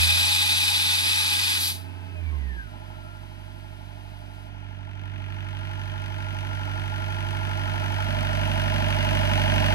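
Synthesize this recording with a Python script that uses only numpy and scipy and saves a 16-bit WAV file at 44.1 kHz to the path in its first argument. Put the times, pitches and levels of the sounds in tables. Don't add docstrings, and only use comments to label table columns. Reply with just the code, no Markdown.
import sys
import numpy as np
from scipy import signal
from scipy.fft import rfft, irfft, next_fast_len
from scipy.io import wavfile
from scipy.ndimage import uniform_filter1d

SR = 44100
rng = np.random.default_rng(int(sys.argv[2]) if len(sys.argv) > 2 else 0)


def waveform_to_disk(signal):
    frames = np.transpose(np.atleast_2d(signal))
    scaled = np.clip(frames, -1, 1) * 32767
    samples = np.round(scaled).astype(np.int16)
    wavfile.write(sys.argv[1], SR, samples)


N = 429534
TIME, HZ = np.arange(N) / SR, np.fft.rfftfreq(N, 1 / SR)

# time in seconds, firings per second.
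ENGINE_SPEED = [(0.0, 85.1), (0.35, 93.1), (2.12, 92.45), (2.39, 71.1), (2.6, 56.55), (2.69, 48.3),
                (4.2, 48.92), (4.8, 48.51), (6.0, 48.93), (9.74, 48.79)]
# time in seconds, opening 0-1.
BONNET_OPENING = [(4.5, 0), (4.9, 0.07), (5.3, 0.54), (5.7, 0.8), (6.6, 0.87)]
# time in seconds, distance from microphones to engine in metres.
MICROPHONE_DISTANCE = [(5.8, 5), (7.1, 4.05), (8.5, 2.83), (9.74, 2.144)]
CYLINDER_FORCE = [0.15, -0.94, -1.7, -0.59]
# frequency in Hz, level in dB.
SILENCER_RESPONSE = [(40, 7), (49, -5), (70, -3), (97, 8.5), (120, -21), (190, -14)]
# multiple of the four-stroke cycle rate, relative level in dB.
FAST_LINES = [(5, -12), (7, -3), (9, -18), (12, -3.5), (15, -16), (16, -13.5), (20, -12.5), (28, -5.5)]
# multiple of the four-stroke cycle rate, relative level in dB.
IDLE_LINES = [(13, -4.5), (16, -11), (18, -9), (20, -6.5), (24, -6.5), (28, -8), (40, -18.5), (44, -19),
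              (48, -14), (52, -12), (62, -9), (79, -17), (83, -10)]
# frequency in Hz, level in dB.
BLOCK_SPECTRUM = [(50, 12), (130, -7.5), (240, -2.5), (470, -10.5), (630, -6), (900, -1), (1150, -9),
                  (1450, -5), (2800, -9), (5000, -26), (7300, -41), (11000, -34), (13500, -45),
                  (15800, -47)]
# frequency in Hz, width in Hz, lift in dB.
CASTING_RESONANCES = [(480, 200, -4.5), (359, 84, 2), (624.5, 43, 8.5), (3120, 560, 7), (6050, 1200, 7.5),
                      (10000, 6700, 3.5)]
# place in the cycle 0-1, frequency in Hz, width in Hz,
# relative level in dB, extra level from close by in dB.
LOOSE_PANELS = [(.42, 855, 23.6, 3, -2), (.74, 868, 28, -4.5, -8), (.18, 634, 23, -8.5, 7),
                (0.3, 640, 37, -8.5, 2), (.69, 606, 16, -13.5, 13.5), (.69, 1013, 52, -7.5, -2),
                (.44, 975, 120, -11.5, -1)]
# frequency in Hz, width in Hz, lift in dB.
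BAY_RESONANCES = [(213, 55, 10), (2830, 26, 10)]
# place in the cycle 0-1, frequency in Hz, relative level in dB.
KNOCK_NOTES = [(.155, 2490, -2.5), (.18, 1900, -5), (.205, 1425, 2), (.425, 3310, -5), (.435, 2160, -1),
               (.47, 1580, -7), (.665, 3110, -5.5), (.675, 2290, -6), (.665, 1760, 1.5), (.68, 1420, 6),
               (.91, 3350, -2.5), (.915, 2550, -0.5), (0.924, 2000, -6), (.95, 1470, 1.5)]
# time in seconds, tooth mesh level in dB, its octave's level in dB.
GEAR_WHINE = [(1.8, -72, -57), (2.2, -67, -56.5), (2.65, -61, -54), (2.85, -65, -57.5), (3.1, -58, -50.5),
              (3.27, -79, -61), (3.6, -64, -57), (4.1, -58.5, -60.5), (5.5, -67, -50), (6.5, -67, -43),
              (8.0, -47, -39.5), (9.74, -55, -42)]
# frequency in Hz, width in Hz, lift in dB.
COVER_RESONANCES = [(620, 36, 32), (1070, 60, 19), (1301, 45, 16), (1610, 120, 10), (1790, 110, 7),
                    (2280, 80, 13), (2490, 110, 10)]
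# frequency in Hz, level in dB.
JET_SPECTRUM = [(550, -16), (720, -19), (950, -12.5), (1230, -12.5), (1750, -9), (2000, -5), (2450, -5),
                (2900, -3), (3150, -6), (3650, -4), (4200, -7.5), (4900, -6), (5450, -15), (6100, -13.5),
                (7300, -19.5), (10700, -2.5), (13300, -14), (15500, -21)]
# frequency in Hz, width in Hz, lift in dB.
TAP_RESONANCES = [(643, 21, 9), (824, 82, 12.5), (2485, 110, 9.5), (3551, 100, 8.5), (3730, 126, 10),
                  (3934, 135, 6.5), (4350, 48.3, 9), (5170, 110, 6), (8130, 368, 6)]
# time in seconds, level ahead of the band-pass in dB.
METAL_TICKS = [(3.17, -56), (7.578, -47), (9.15, -33.5)]
# frequency in Hz, left minus right in dB.
PORT_BALANCE = [(60, -17.5), (110, -26.5), (200, -19), (380, -4.5), (700, -1), (1290, 2.5), (2380, -1),
                (4400, 2), (8120, 3), (15000, -1.5)]
# frequency in Hz, phase by which left leads in radians.
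ENGINE_LEAD = [(0, -2), (600, 2), (1000, 1.38), (1250, 4.5), (1550, 1), (1950, 2), (2250, 1.47), (4400, 5),
               (5500, 4), (8400, 6), (9350, 2.5), (12500, 1)]
# frequency in Hz, phase by which left leads in radians.
AIR_LEAD = [(0, -6), (550, 2.5), (950, 2), (1830, 2.5), (2300, 3.5), (3500, 4.5), (4200, 5.5), (8400, 4.5),
            (9300, 3.5), (12500, 0.5)]
# frequency in Hz, phase by which left leads in radians.
GEAR_LEAD = [(0, 11.5), (700, 1.9), (1400, 2.5), (2600, 2.5)]

BOOM_HZ, BOOM_HALF_WIDTH_HZ, BOOM_LIFT_DB = 74, 15.5, 15
PULL_DB, PULL_S = 6, 0.4
LANDING_S = 2.57
ROCK_HZ, ROCK_DB, ROCK_DECAY_S = 12.9, 4, 0.18
SURGE_S, SURGE_LENGTH_S = 2.85, 0.15
INNER_FAR_M, INNER_NEAR_M = 3.23, 3.2
HISS_DB, FIZZ_DB, SAG_DB_PER_S = -25, -39.5, -2
CLOSING_S, CLOSING_LENGTH_S, CLOSING_HISS_DB, CLOSING_FIZZ_DB = 1.567, 0.052, -5, 9
SHUT_S, RELEASE_DB_PER_S = 1.698, -235
SINGING, SINGING_S, SINGING_LOSS_PER_S = 1, 0.48, 0.56
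LINGER_HISS_DB, LINGER_FIZZ_DB, LINGER_END_S = -67.5, -73.5, 4.5
EDGE_HZ = 15850


def exhaust(cycles, firing_hz):
    first, second = (amp(read(SILENCER_RESPONSE, k * firing_hz)) for k in (1, 2))
    second = second * amp(14.0 * direct_share() - 9.0 - 4.6 * closeness())
    wave = (first * puffs(cycles, 1) + second * puffs(cycles, 2)) / np.hypot(first, second)
    shortcut = 0.024 * (1 - np.clip(curve(BONNET_OPENING)[0] / .5, 0, 1))
    fast, _ = running(firing_hz)
    wave = wave + (1 - fast) * amp(-14.5 + 3.8 * closeness()) * puffs(cycles + shortcut, 3)
    rumble = amp(-31.5) * evened(band(rng.standard_normal(N), 57, 160, order=6))
    since = np.maximum(TIME - LANDING_S, 0)
    rock_db = ROCK_DB * np.sin(2 * np.pi * ROCK_HZ * since) * np.exp(-since / ROCK_DECAY_S)
    sway_db = rock_db + 1.0 * surge() + 0.26 * drift(30)
    pair = ports(wave * amp(sway_db) + rumble, ENGINE_LEAD)
    detuning = ((firing_hz - BOOM_HZ) / BOOM_HALF_WIDTH_HZ) ** 2
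    boom_db = BOOM_LIFT_DB / (1 + detuning ** 2) + PULL_DB * np.exp(-TIME / PULL_S)
    level_db = boom_db + heard_db(shut_db=-44.0, open_db=8.5, lag=0.31, near_db=7.5)
    return pair / pair.mean(0).std() * amp(level_db)


def puffs(cycles, k, late=0.578, spread=0.17):
    return np.cos(2 * np.pi * k * (len(CYLINDER_FORCE) * cycles - late - spread * k))


def chassis(cycles, firing_hz):
    fast, coasting = running(firing_hz)
    lines = fast * cyclic(cycles, FAST_LINES) + (1 - fast) * wandering(cycles, IDLE_LINES, sway=0.33)
    lines = colour(lines, amp(lifted(CASTING_RESONANCES)))
    lines = lines * amp(1.5 * drift(15) - 10.0 * coasting)
    block = amp(read(BLOCK_SPECTRUM) + lifted(CASTING_RESONANCES))
    equal_lines = [(k, 0) for k in range(5, 110)]
    repeating = evened(colour(wandering(cycles, equal_lines, sway=0.36), block))
    loose = evened(band(colour(rng.standard_normal((2, N)), block), 68, 1620))
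    loose = loose * (1 + 0.58 * np.cos(2 * np.pi * len(CYLINDER_FORCE) * cycles))
    shake = lines + amp(-3) * repeating + (1 - 0.55 * fast) * (1 - coasting) * panels(cycles)
    pair = ports(shake, ENGINE_LEAD) + amp(-1.5) * ports(loose[0], ENGINE_LEAD, loose[1], alike=0.91)
    pair = in_bay(pair)
    drone_db = heard_db(shut_db=-53.5, open_db=5, lag=0.54, near_db=11.5)
    drone_db = drone_db + 4 * fast + 0.83 * coasting + 0.88 * surge()
    rattle_db = heard_db(shut_db=-57.5, open_db=11.5, lag=2.0, near_db=12.5)
    rattle_db = rattle_db + 2.9 * fast - 4 * coasting + 4 * surge()
    return at_level(band(pair, 40, 450), drone_db) + at_level(band(pair, 406, 1200), rattle_db)


def panels(cycles):
    close = closeness()
    return sum(amp(db + close_db * close) * struck(cycles, place, hz, width, rise_s=0.0037, uneven_db=1.1)
               for place, hz, width, db, close_db in LOOSE_PANELS)


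def clatter(cycles, firing_hz):
    grit = colour(impacts(cycles), amp(read(BLOCK_SPECTRUM) + lifted(CASTING_RESONANCES)))
    spray, tick = steadied(band(grit, 1010, 3580)), steadied(band(grit, 4420, 18000))
    spray = spray * firing_envelope(cycles, firing_hz, late=0.61, rise_s=.0014, decay_s=0.008,
                                    wash_db=-16.0, uneven_db=0.4)
    tick = tick * firing_envelope(cycles, firing_hz, late=0.566, rise_s=0.00071, decay_s=0.0051,
                                  wash_db=-14.5, uneven_db=2.0)
    chords = band(knocks(cycles), 1250, 3700)[None]
    blows = direct_share(shut=.33) * housing(chords, echo_db=-8, decay_s=0.012)[0]
    alike = .8
    knock = at_level(ports(spray[0], ENGINE_LEAD, spray[1], alike)) + amp(8) * ports(blows, ENGINE_LEAD)
    fast, _ = running(firing_hz)
    knock_db = heard_db(shut_db=-59.0, open_db=11.5, lag=0.53, near_db=12.0) + 2 * fast + 1.0 * surge()
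    tick_db = heard_db(shut_db=-69.5, open_db=13.0, lag=1.6, near_db=12)
    tick_pair = ports(tick[0], ENGINE_LEAD, tick[1], alike)
    return at_level(in_bay(knock), knock_db) + at_level(tick_pair, tick_db)


def firing_envelope(cycles, firing_hz, late, rise_s, decay_s, wash_db, uneven_db):
    firings = len(CYLINDER_FORCE) * cycles - late + 1
    which, age = np.floor(firings).astype(int), (firings % 1) / firing_hz
    uneven = uneven_db * rng.standard_normal(2048)[which]
    force = amp(np.take(CYLINDER_FORCE, which, mode="wrap") + uneven)
    blow = force * (1 - np.exp(-age / rise_s)) * np.exp(-age / decay_s)
    return np.hypot(direct_share() * blow, amp(wash_db))


def knocks(cycles):
    ignition = cycles + 0.0005 * drift(50)
    return evened(sum(amp(db) * struck(ignition, place, hz, width_hz=210, rise_s=0.0004, uneven_db=1.0)
                      for place, hz, db in KNOCK_NOTES))


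def impacts(cycles, repeat=0.34, size=3600):
    share = np.clip(repeat, 0, 1)
    pattern = rng.standard_normal((2, size))[:, (cycles * size).astype(int) % size]
    fresh = rng.standard_normal((2, N)) * amp(0.39 * drift(900))
    return np.sqrt(share) * pattern + np.sqrt(1 - share) * fresh


def gear(cycles, firing_hz, order=57):
    chatter = np.maximum(*running(firing_hz))
    mesh_db, octave_db = curve(GEAR_WHINE)
    turn = 2 * np.pi * order * cycles + (0.13 + 0.2 * chatter) * drift(160)
    mesh = amp(mesh_db + (1.5 + 1.8 * chatter) * drift(30)) * np.cos(turn)
    octave = amp(octave_db + (1.2 + 1.2 * chatter) * drift(30)) * np.cos(2 * turn)
    pinion = amp(octave_db - 18) * np.cos(2 * np.pi * (order // 2) * cycles)
    whine = np.sqrt(2) * (mesh + octave + pinion)
    return ports(colour(whine, amp(lifted(COVER_RESONANCES))), GEAR_LEAD)


def air_tap():
    from_peak_s = abs(np.minimum(TIME, SHUT_S) - SINGING_S)
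    singing = np.clip(SINGING - SINGING_LOSS_PER_S * from_peak_s, 0, 1)
    turbulence = rng.standard_normal((2, N)) * amp(0.4 * drift(45) + 0.7 * drift(400))
    jet = colour(housing(turbulence, echo_db=-4.5, decay_s=0.0059), amp(read(JET_SPECTRUM)))
    jet = (1 - singing) * jet + singing * colour(jet, amp(lifted(TAP_RESONANCES)))
    pair = ports(jet[0], AIR_LEAD, jet[1], alike=0.85)
    closing = np.clip((TIME - CLOSING_S) / CLOSING_LENGTH_S, 0, 1)
    flow_db = SAG_DB_PER_S * TIME + RELEASE_DB_PER_S * np.maximum(TIME - SHUT_S, 0)
    lingering = np.clip((LINGER_END_S - TIME) / 0.027, 0, 1)
    hiss = amp(HISS_DB + flow_db + CLOSING_HISS_DB * closing) + lingering * amp(LINGER_HISS_DB)
    fizz = amp(FIZZ_DB + flow_db + CLOSING_FIZZ_DB * closing) + lingering * amp(LINGER_FIZZ_DB)
    return hiss * at_level(band(pair, 670, 8720)) + fizz * at_level(band(pair, 4100, 18000))


def ticks():
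    strike = sum(amp(db) * (TIME >= s) * np.exp(-abs(TIME - s) / 0.0037) for s, db in METAL_TICKS)
    return band(strike * rng.standard_normal((2, N)), 3000, 13000)


def running(firing_hz):
    slowing = uniform_filter1d(-np.gradient(firing_hz) * SR, size=6615)
    return np.clip((firing_hz - 52) / 22, 0, 1), np.clip(slowing / 78, 0, 1)


def surge():
    return np.exp(-((TIME - SURGE_S) / SURGE_LENGTH_S) ** 4)


def cyclic(cycles, orders, size=4096):
    place = np.arange(size + 1) / size
    wave = sum(amp(db) * np.cos(2 * np.pi * (round(k) * place + rng.random())) for k, db in orders)
    return np.sqrt(2) * np.interp(cycles % 1, place, wave)


def wandering(cycles, orders, sway=.5):
    angle = sway * drift(1.51)
    return np.cos(angle) * cyclic(cycles, orders) + np.sin(angle) * cyclic(cycles, orders)


def struck(cycles, place, hz, width_hz, rise_s, uneven_db):
    t = np.arange(SR // 4) / SR
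    hits = np.diff(np.floor(cycles - place), prepend=-1).clip(0, 1)
    blows = hits * amp(uneven_db * drift(14))
    ring = np.sin(2 * np.pi * hz * t) * np.exp(-np.pi * width_hz * t) * (1 - np.exp(-t / rise_s)) ** 2
    return evened(signal.oaconvolve(blows, ring)[:N])


def heard_db(shut_db, open_db, lag, near_db):
    opening, metres = np.clip(curve(BONNET_OPENING)[0], 0, 1), curve(MICROPHONE_DISTANCE)[0]
    return shut_db + open_db * opening ** lag + near_db * np.log2(MICROPHONE_DISTANCE[0][1] / metres)


def direct_share(shut=0.1, bare=0.59, gap=0.074):
    return shut + (bare - shut) * np.clip(curve(BONNET_OPENING)[0] / gap, 0, 1)


def closeness():
    metres = curve(MICROPHONE_DISTANCE)[0]
    return np.clip((INNER_FAR_M - metres) / (INNER_FAR_M - INNER_NEAR_M), 0, 1)


def in_bay(pair):
    return pair + closeness() * colour(pair, amp(lifted(BAY_RESONANCES)) - 1)


def housing(x, echo_db, decay_s):
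    t = np.arange(SR // 20) / SR
    echoes = rng.standard_normal(len(t)) * np.exp(-t / decay_s) * (t > .001)
    response = (t == 0) + amp(echo_db) * echoes / np.linalg.norm(echoes)
    return signal.oaconvolve(x, response[None], axes=1)[:, :N]


def ports(direct, phase, scattered=0., alike=0.74):
    alike, lean = np.clip(alike, 0, 1), amp(read(PORT_BALANCE))
    right = alike * direct + np.sqrt(1 - alike ** 2) * scattered
    norm = np.sqrt(2 / (1 + lean ** 2))
    return np.array([colour(direct, lean * norm), colour(right, norm * np.exp(-1j * read(phase)))])


def amp(db):
    return 10 ** (np.asarray(db) / 20)


def curve(rows, at=TIME):
    s, *columns = np.transpose(rows)
    return [np.interp(at, s, c) for c in columns]


def read(points, hz=HZ):
    f, value = np.transpose(points)
    return np.interp(np.log(hz + 1), np.log(f + 1), value)


def lifted(resonances):
    return sum(db / (1 + (2 * (HZ - hz) / width) ** 2) for hz, width, db in resonances)


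def colour(x, gain):
    size = next_fast_len(N + 4096)
    hz = np.fft.rfftfreq(size, 1 / SR)
    return irfft(rfft(x, size) * np.interp(hz, HZ, gain), size)[..., :N]


def band(x, lo_hz, hi_hz, order=12):
    return colour(x, ((1 + (lo_hz / (HZ + 1)) ** order) * (1 + (HZ / hi_hz) ** order)) ** -.5)


def drift(rate):
    knots = np.arange(0, TIME[-1] + 1, 1 / rate)
    return evened(np.interp(TIME, knots, rng.standard_normal(len(knots))))


def evened(x):
    return x / np.sqrt(np.mean(x ** 2) + 1e-20)


def steadied(x, size=128):
    return x / np.sqrt(abs(uniform_filter1d(x ** 2, size, axis=-1)) + 1e-20)


def at_level(pair, db=0, size=11025):
    power = uniform_filter1d(pair.mean(0) ** 2, size)
    return pair * amp(db) / np.sqrt(abs(power) + 1e-14)


def scene():
    firing_hz, = curve(ENGINE_SPEED)
    cycles = np.cumsum(firing_hz) / SR / len(CYLINDER_FORCE) + 0.00015 * drift(28)
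    return (exhaust(cycles, firing_hz) + chassis(cycles, firing_hz) + clatter(cycles, firing_hz)
            + gear(cycles, firing_hz) + air_tap() + ticks())


def record(dry):
    low_pass = signal.firwin(511, EDGE_HZ, window=("kaiser", 9), fs=SR)
    return signal.oaconvolve(dry, low_pass[None], "same")


dry = scene()
out = record(dry)
waveform_to_disk(out)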